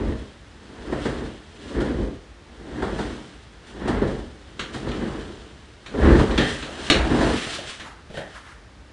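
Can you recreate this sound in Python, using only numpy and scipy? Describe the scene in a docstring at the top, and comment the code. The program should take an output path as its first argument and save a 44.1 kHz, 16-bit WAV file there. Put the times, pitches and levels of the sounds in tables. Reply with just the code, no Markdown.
"""A small hard-floored room, the microphone close to a large quilt, feet and door farther off.
A man lifts and drops the quilt three times: it billows, flutters and rubs, and its folds pull taut
with soft thuds. Near 4.6 s his slippers first slap the floor. At 6 s he tosses the quilt up and runs
while it collapses on a sofa. Last, he bumps a door, his clothes brushing along it as he hides behind."""
import sys
import numpy as np
from scipy import signal
from scipy.fft import rfft, irfft
from scipy.io import wavfile

SR = 44100
rng = np.random.default_rng(int(sys.argv[2]) if len(sys.argv) > 2 else 0)


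def transcribe(signal):
    """Save signal, clipped to [-1, 1], as a 16-bit WAV file at the path in sys.argv[1]."""
    frames = np.atleast_2d(signal).T
    limited = np.clip(frames, -1, 1)
    pcm = np.round(limited * 32767).astype(np.int16)
    wavfile.write(sys.argv[1], SR, pcm)


N = 393656
CONTROL_TIME = np.arange(0, N, 32) / SR


def amp(db):
    """Decibels to gain."""
    return 10 ** (np.asarray(db) / 20)


def unit(x):
    """Scales to an rms of one."""
    return x / np.sqrt(np.mean(x ** 2) + 1e-20)


def read(points, hz):
    """Reads a table on a log-frequency axis."""
    f, value = np.transpose(points)
    return np.interp(np.log(hz + 1), np.log(f + 1), value)


def colour(x, spectrum, size=8192):
    """Causal filter of unit energy, shaped like the spectrum."""
    log_gain = np.log(amp(read(spectrum, abs(np.fft.fftfreq(size, 1 / SR)))))
    taps = np.fft.ifft(np.exp(np.conj(signal.hilbert(log_gain)))).real[:size // 2]
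    return signal.oaconvolve(x, taps / np.linalg.norm(taps))[:len(x)]


def waver(hz):
    """Random wander of unit rms, up to about hz."""
    f = np.fft.rfftfreq(N, 1 / SR)
    band = (f > hz / 10) / (1 + (f / hz) ** 4)
    return unit(irfft(rfft(rng.standard_normal(N)) * band, N))


def grains(per_s, spread_db):
    """Tiny uneven impulses over an equal share of smooth noise."""
    sizes = amp(spread_db * np.minimum(rng.exponential(1, N), 4))
    clicks = sizes * rng.choice([-1, 1], N) * (rng.random(N) < per_s / SR)
    return unit(unit(clicks) + rng.standard_normal(N))


def burst(rise_s, fall_s, size=12000):
    """A contact: a quickly dying cluster of tiny impacts."""
    t = np.arange(size) / SR
    return rng.standard_normal(size) * (1 - np.exp(-t / rise_s)) * np.exp(-t / fall_s)


def swell(onset, attack_s, hold_s, release_s):
    """A movement's level, 30 dB per attack or release, and its time spent at full speed."""
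    held_s = np.clip(CONTROL_TIME - onset, 0, hold_s)
    before = np.maximum(onset - CONTROL_TIME, 0) / attack_s
    after = np.maximum(CONTROL_TIME - onset - hold_s, 0) / release_s
    return -30 * (before + after), held_s


def power_to_gain(power):
    """Turns a slow power curve into a gain for every sample."""
    return np.interp(np.arange(N) / SR, CONTROL_TIME, np.sqrt(power))


# The quilt swung up, then let fall: (time at full speed [s], attack [s], hold [s], release [s],
# flutter [dB], air over flutter [dB], crispness over flutter [dB], rubbing [dB])
UPSWINGS = [(0.0, 0.22, .12, .26, -27, -2.5, -7, -51.5), (1.81, 0.31, 0.26, 0.21, -25, -9.5, -6, -48.5),
            (3.89, 0.24, 0.21, 0.34, -23.5, -9, -3, -50.5),
            (6.06, 0.16, 0.14, 0.18, -14, -5.5, -3.5, -41.5)]
DOWNSWINGS = [(0.95, 0.52, 0.32, 0.26, -32, -5.5, -3.5, -50), (2.81, .38, 0.26, 0.4, -29, -9, -4, -51),
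              (4.95, 0.66, 0.21, 0.63, -31.5, -6.5, -3.5, -48.5),
              (6.31, 0.14, 0.072, 0.42, -26.5, -1.5, -1.5, -46.5), (6.8, 0.44, .8, .4, -37, -10, 0, -52),
              (6.97, 0.087, 0.11, .12, -29, 2.5, 1.5, -49),
              (7.13, 0.14, 0.21, 0.13, -21.5, -10.5, -2.5, -40.5)]
# Drift at full speed: (flutter sag [dB/s], air growth [dB/s], loss of crispness and rubbing [dB/s])
UNFURLING = (19, 28.5, 19)  # rising, the sheet catches the air
PILING_UP = (11.2, 2, 1.1)  # falling, it heaps on itself
def swings():
    """Each swing drives four gains: flutter, crisp edges, pushed air and rubbing."""
    rub_follow = 0.46  # dB of rubbing per dB of swell
    power = np.zeros((4, len(CONTROL_TIME)))
    for table, (sag, growth, dulling) in ((UPSWINGS, UNFURLING), (DOWNSWINGS, PILING_UP)):
        for *timing, db, air_db, crisp_db, rub_db in table:
            speed_db, held_s = swell(*timing)
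            flutter_db = db + speed_db - sag * held_s
            power += amp([flutter_db,
                          flutter_db + crisp_db - dulling * held_s,
                          flutter_db + air_db + growth * held_s,
                          rub_db + rub_follow * speed_db - dulling * held_s]) ** 2
    return [power_to_gain(p) for p in power]


# Slack cloth, taut cloth and pushed air, heard close: (frequency [Hz], level [dB])
SOFT_SPECTRUM = [(60, -30), (105, -11), (135, -4), (165, -9.5), (215, -0.5), (390, -1.5), (480, -7),
                 (700, -19), (1200, -22), (3000, -54), (8000, -87.5)]
TAUT_SPECTRUM = [(250, -23), (470, -6), (680, 9), (1050, 3.5), (1850, 0.5), (2300, -11), (3200, -15),
                 (5000, -25.5), (9500, -62.5), (11500, -46)]
AIR_SPECTRUM = [(15, -37), (34, -8), (50, 4.5), (72, 1), (105, -9.5), (170, -26.5), (600, -100)]
def quilt(flutter, crisp, push):
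    """Ripples cross the sheet as soft pops, while its whole face pushes air at the microphone."""
    ripples = grains(per_s=420, spread_db=0.5) * amp(0.91 * waver(hz=37.5))
    body = amp(-0.1) * colour(ripples * flutter, SOFT_SPECTRUM)
    edges = amp(-3) * colour(ripples * crisp, TAUT_SPECTRUM)
    air = amp(3) * unit(colour(rng.standard_normal(N), AIR_SPECTRUM)) * push
    return body + edges, air


# Rubbing threads, heard close: (frequency [Hz], level [dB])
WEAVE_SPECTRUM = [(600, -9.5), (1600, 1), (2400, -3.5), (3100, 2), (4000, -2.5), (5000, -8), (7000, -12),
                  (9200, -13), (11000, -34.5)]
def rustle(sliding):
    """Threads catch and slip in clumps as the layers slide."""
    slips = grains(per_s=1800, spread_db=1) * sliding * amp(waver(hz=32))
    return amp(1.5) * colour(slips, WEAVE_SPECTRUM)


# Cloth dragged over cloth or along the door:
# (time at full speed [s], attack [s], hold [s], release [s], level [dB])
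CLOTH_DRAGS = [(0.2, .5, .02, 0.49, -55), (1.026, 0.1, 0.03, 0.28, -43.5), (1.67, 0.42, 0.018, .3, -48.5),
               (2.984, 0.41, .02, 0.84, -45.5), (3.68, 0.17, .02, 0.33, -52),
               (4.08, 0.091, 0.018, 0.43, -47.5), (4.739, 0.046, 0.017, 0.17, -43),
               (6.166, 0.15, .02, 0.34, -39.5), (6.472, 0.25, 0.036, 0.38, -35),
               (6.854, 0.41, 0.022, .3, -38), (7.24, 0.47, .31, 0.27, -36),
               (7.685, 0.13, 0.019, 0.22, -37.5), (8.165, 0.13, .02, 0.13, -47),
               (8.31, .3, 0.03, 0.34, -52.5)]
def drags():
    """Each drag swells and fades; together they give a gain for the rustle."""
    power = sum(amp(db + swell(*timing)[0]) ** 2 for *timing, db in CLOTH_DRAGS)
    return power_to_gain(power)


# Folds pulling taut near the microphone: (time [s], level [dB], crispness [dB])
FOLD_THUDS = [(0.921, -16.5, -6), (1.051, -12, -5), (1.215, -22, -10), (1.749, -15.5, -12),
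              (1.802, -21.5, -1), (1.994, -22.5, -23), (2.82, -14.5, -5), (2.985, -17.5, -3.5),
              (3.875, -24.5, 3), (4.015, -9, -11.5), (4.742, -24, -0.5), (4.865, -18.5, -7.5),
              (5.015, -16.5, -9.5), (5.937, -14.5, -11), (5.975, -14, -12), (6.022, -10, -17),
              (6.189, -6.5, -6), (7.102, -9.5, -12), (7.204, -11, -3)]
def folds():
    """A fold stops short with a puff: slack cloth shoves more air, taut cloth snaps in its weave."""
    out = np.zeros(N)
    for onset, db, crisp_db in FOLD_THUDS:
        puff = burst(rise_s=0.0048, fall_s=0.018)
        thud = colour(puff, SOFT_SPECTRUM)
        edge = amp(crisp_db) * colour(puff, TAUT_SPECTRUM)
        snap = amp(2 * crisp_db - 8.5) * colour(puff, WEAVE_SPECTRUM)
        shove = amp(-crisp_db - 15) * colour(puff, AIR_SPECTRUM)
        add(out, onset, amp(db - 2.5) * (thud + edge + snap + shove))
    return out


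# Steps, farther off: (time [s], level [dB], heel over sole [dB], contact decay [s])
SLAPS = [(4.5937, -17.5, -11.5, 0.012), (4.887, -28.5, -9, 0.0086), (4.918, -25.5, -12, 0.005),
         (5.862, -27.5, -18, 0.01), (6.311, -23.5, -6, .006), (6.3781, -10, 3.5, 0.009),
         (6.412, -18, -13, 0.0092), (6.626, -21.5, -5, 0.0084), (6.9001, 0, -8, 0.0071),
         (7.798, -26.5, -6, 0.0093)]
# A sole on the hard floor: (frequency [Hz], level [dB])
SOLE_SPECTRUM = [(200, 1), (900, -8), (1400, 0.5), (2700, -2.5), (4100, -1.5), (4900, -15), (7200, -17),
                 (9500, -25.5), (11000, -41)]
# Short scrapes, of a sole on the floor or of clothes along the door: (middle time [s], level [dB], length [s],
# band centre [Hz])
SCRAPES = [(6.692, -39, 0.13, 450), (7.379, -33.5, 0.059, 2620), (7.43, -36.5, 0.066, 2080),
           (7.544, -35, 0.061, 3500), (7.812, -42.5, 0.065, 1700), (7.869, -41, .08, 1090),
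           (8.362, -42.5, 0.079, 1310), (8.486, -48, 0.17, 1440)]
def slippers():
    """Flat soles crack against the floor over the thump of the heel, and short scrapes rasp in narrow bands."""
    out = np.zeros(N)
    for onset, db, heel_db, contact_s in SLAPS:
        contact = burst(rise_s=0.001, fall_s=contact_s)
        contact[0] += 0.04 / contact_s  # a flatter landing cracks more sharply
        heel = colour(burst(rise_s=0.0064, fall_s=0.024), SOFT_SPECTRUM)
        add(out, onset, amp(db - 5.5) * (colour(contact, SOLE_SPECTRUM) + amp(heel_db) * heel))
    for middle, db, length_s, hz in SCRAPES:
        stroke = np.hanning(int(length_s * SR))
        scuff = signal.lfilter(*signal.iirpeak(hz, Q=3, fs=SR), rng.standard_normal(len(stroke)))
        add(out, middle - length_s / 2, amp(db) * unit(scuff) * stroke)
    return out


# Bumps on the door, away from the microphone: (time [s], level [dB], relative handle level [dB])
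DOOR_BUMPS = [(6.388, -25.5, 10), (7.467, -23.5, -41), (7.582, -26.5, -18), (8.101, -33.5, -23),
              (8.141, -30, -7), (8.172, -21.5, -11.5)]
# Its wooden panel: (frequency [Hz], level [dB])
PANEL_SPECTRUM = [(60, -3), (140, 2), (400, -4.5), (560, 3), (720, -3), (880, -19), (1500, -16),
                  (1850, -18), (2200, -16), (3300, -19), (9000, -37)]
# Its metal handle: (frequency [Hz], level [dB], 60 dB decay [s])
HANDLE_MODES = [(1600, -4.5, 0.19), (1776, 0, 0.14), (1833, 3.5, 0.42), (3160, -9, .37)]
def door():
    """Each bump knocks dully on the panel and shakes the handle into ringing."""
    t = np.arange(SR // 2) / SR
    ring = sum(amp(db - 60 * t / t60) * np.sin(2 * np.pi * hz * t) for hz, db, t60 in HANDLE_MODES)
    out = np.zeros(N)
    for onset, db, handle_db in DOOR_BUMPS:
        blow = burst(rise_s=0.00024, fall_s=0.014)
        rattle = 0.5 * signal.fftconvolve(blow / np.linalg.norm(blow), ring)[:len(blow)]
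        add(out, onset, amp(db - 3) * (colour(blow, PANEL_SPECTRUM) + amp(handle_db) * rattle))
    return out


# The small room's reverberation: (frequency [Hz], 60 dB decay [s])
ROOM_DECAY = [(100, 0.39), (1500, 0.51), (4000, 0.31), (10000, 0.38)]
def room(x, wet_db, size=256):
    """Diffuse reverberation: each band stores the energy it receives and lets it die away."""
    hz, t, bands = signal.stft(x, SR, nperseg=size)
    keep = amp(-120 * t[1] / read(ROOM_DECAY, hz))  # share of energy left after one frame
    stored = np.array([signal.lfilter([0, 1 - k], [1, -k], abs(b) ** 2) for k, b in zip(keep, bands)])
    scatter = signal.stft(rng.standard_normal(N), SR, nperseg=size)[2]
    tail = signal.istft(scatter / np.std(scatter) * np.sqrt(stored), SR, nperseg=size)[1][:N]
    doorway = signal.butter(2, 130, "high", fs=SR, output="sos")  # the open doorway lets the bass out
    return x + amp(wet_db) * signal.sosfilt(doorway, tail)


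# Standing waves at the microphone's spot: (frequency [Hz], width [Hz], boost or cut [dB])
ROOM_MODES = [(135, 6.9, 4), (225.5, 5.3, 0), (260.7, 4.9, -4), (328, 2.5, 0), (397, 6.8, -3)]
def walls(x, count=14):
    """Close walls send back single echoes; standing waves between them boom or cancel."""
    echoes = np.zeros(SR // 10)
    delay_s = rng.uniform(0.003, 0.06, count)
    strengths = amp(-14.5) * np.exp(-delay_s / 0.03)
    echoes[(delay_s * SR).astype(int)] = strengths * rng.choice([-1, 1], count)
    echoes[0] = 1  # the direct path
    x = signal.oaconvolve(x, echoes / np.linalg.norm(echoes))[:N]
    return x + sum((amp(db) - 1) * signal.lfilter(*signal.iirpeak(hz, hz / width, SR), x)
                   for hz, width, db in ROOM_MODES)


# Room tone: (frequency [Hz], level [dB])
HUSH_SPECTRUM = [(20, -31), (36, -15.5), (52, 7), (100, -2), (170, -8), (260, -9), (400, -12), (1000, -17),
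                 (1800, -17.5), (2400, -22.5), (3500, -24), (5000, -27.5), (9500, -38), (11500, -47.5)]
def room_tone():
    """A steady low hush lies under everything."""
    return amp(-47) * unit(colour(rng.standard_normal(N), HUSH_SPECTRUM))


def add(mix, onset, sound):
    """Mixes a sound in at its onset, in seconds."""
    part = mix[max(round(onset * SR), 0):][:len(sound)]
    part += sound[:len(part)]


def scene():
    """From the microphone: near cloth, farther feet and door; only the finest rustle has width."""
    flutter, crisp, push, rub = swings()
    sliding = np.hypot(rub, drags())
    sheet, air = quilt(flutter, crisp, push)
    near = room(sheet + rustle(sliding), wet_db=-7) + room(folds(), wet_db=-3)
    far = room(slippers() + door(), wet_db=0.5)
    hush = room_tone()
    treble = signal.butter(12, 4800, "high", fs=SR, output="sos")
    side = amp(-11) * signal.sosfilt(treble, rustle(sliding))
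    return walls(near + far) + air + hush + np.outer([1, -1], side)


def record(dry):
    """The loudest peaks are rounded off; then the recorder's band limit."""
    ceiling, edge_hz = 0.88, 11200
    rounded = dry / (1 + (dry / ceiling) ** 6) ** (1 / 6)
    lowpass = signal.firwin(127, edge_hz, window=("kaiser", 9), fs=SR)
    return signal.oaconvolve(rounded, lowpass[None], "same")


dry = scene()
out = record(dry)
transcribe(out)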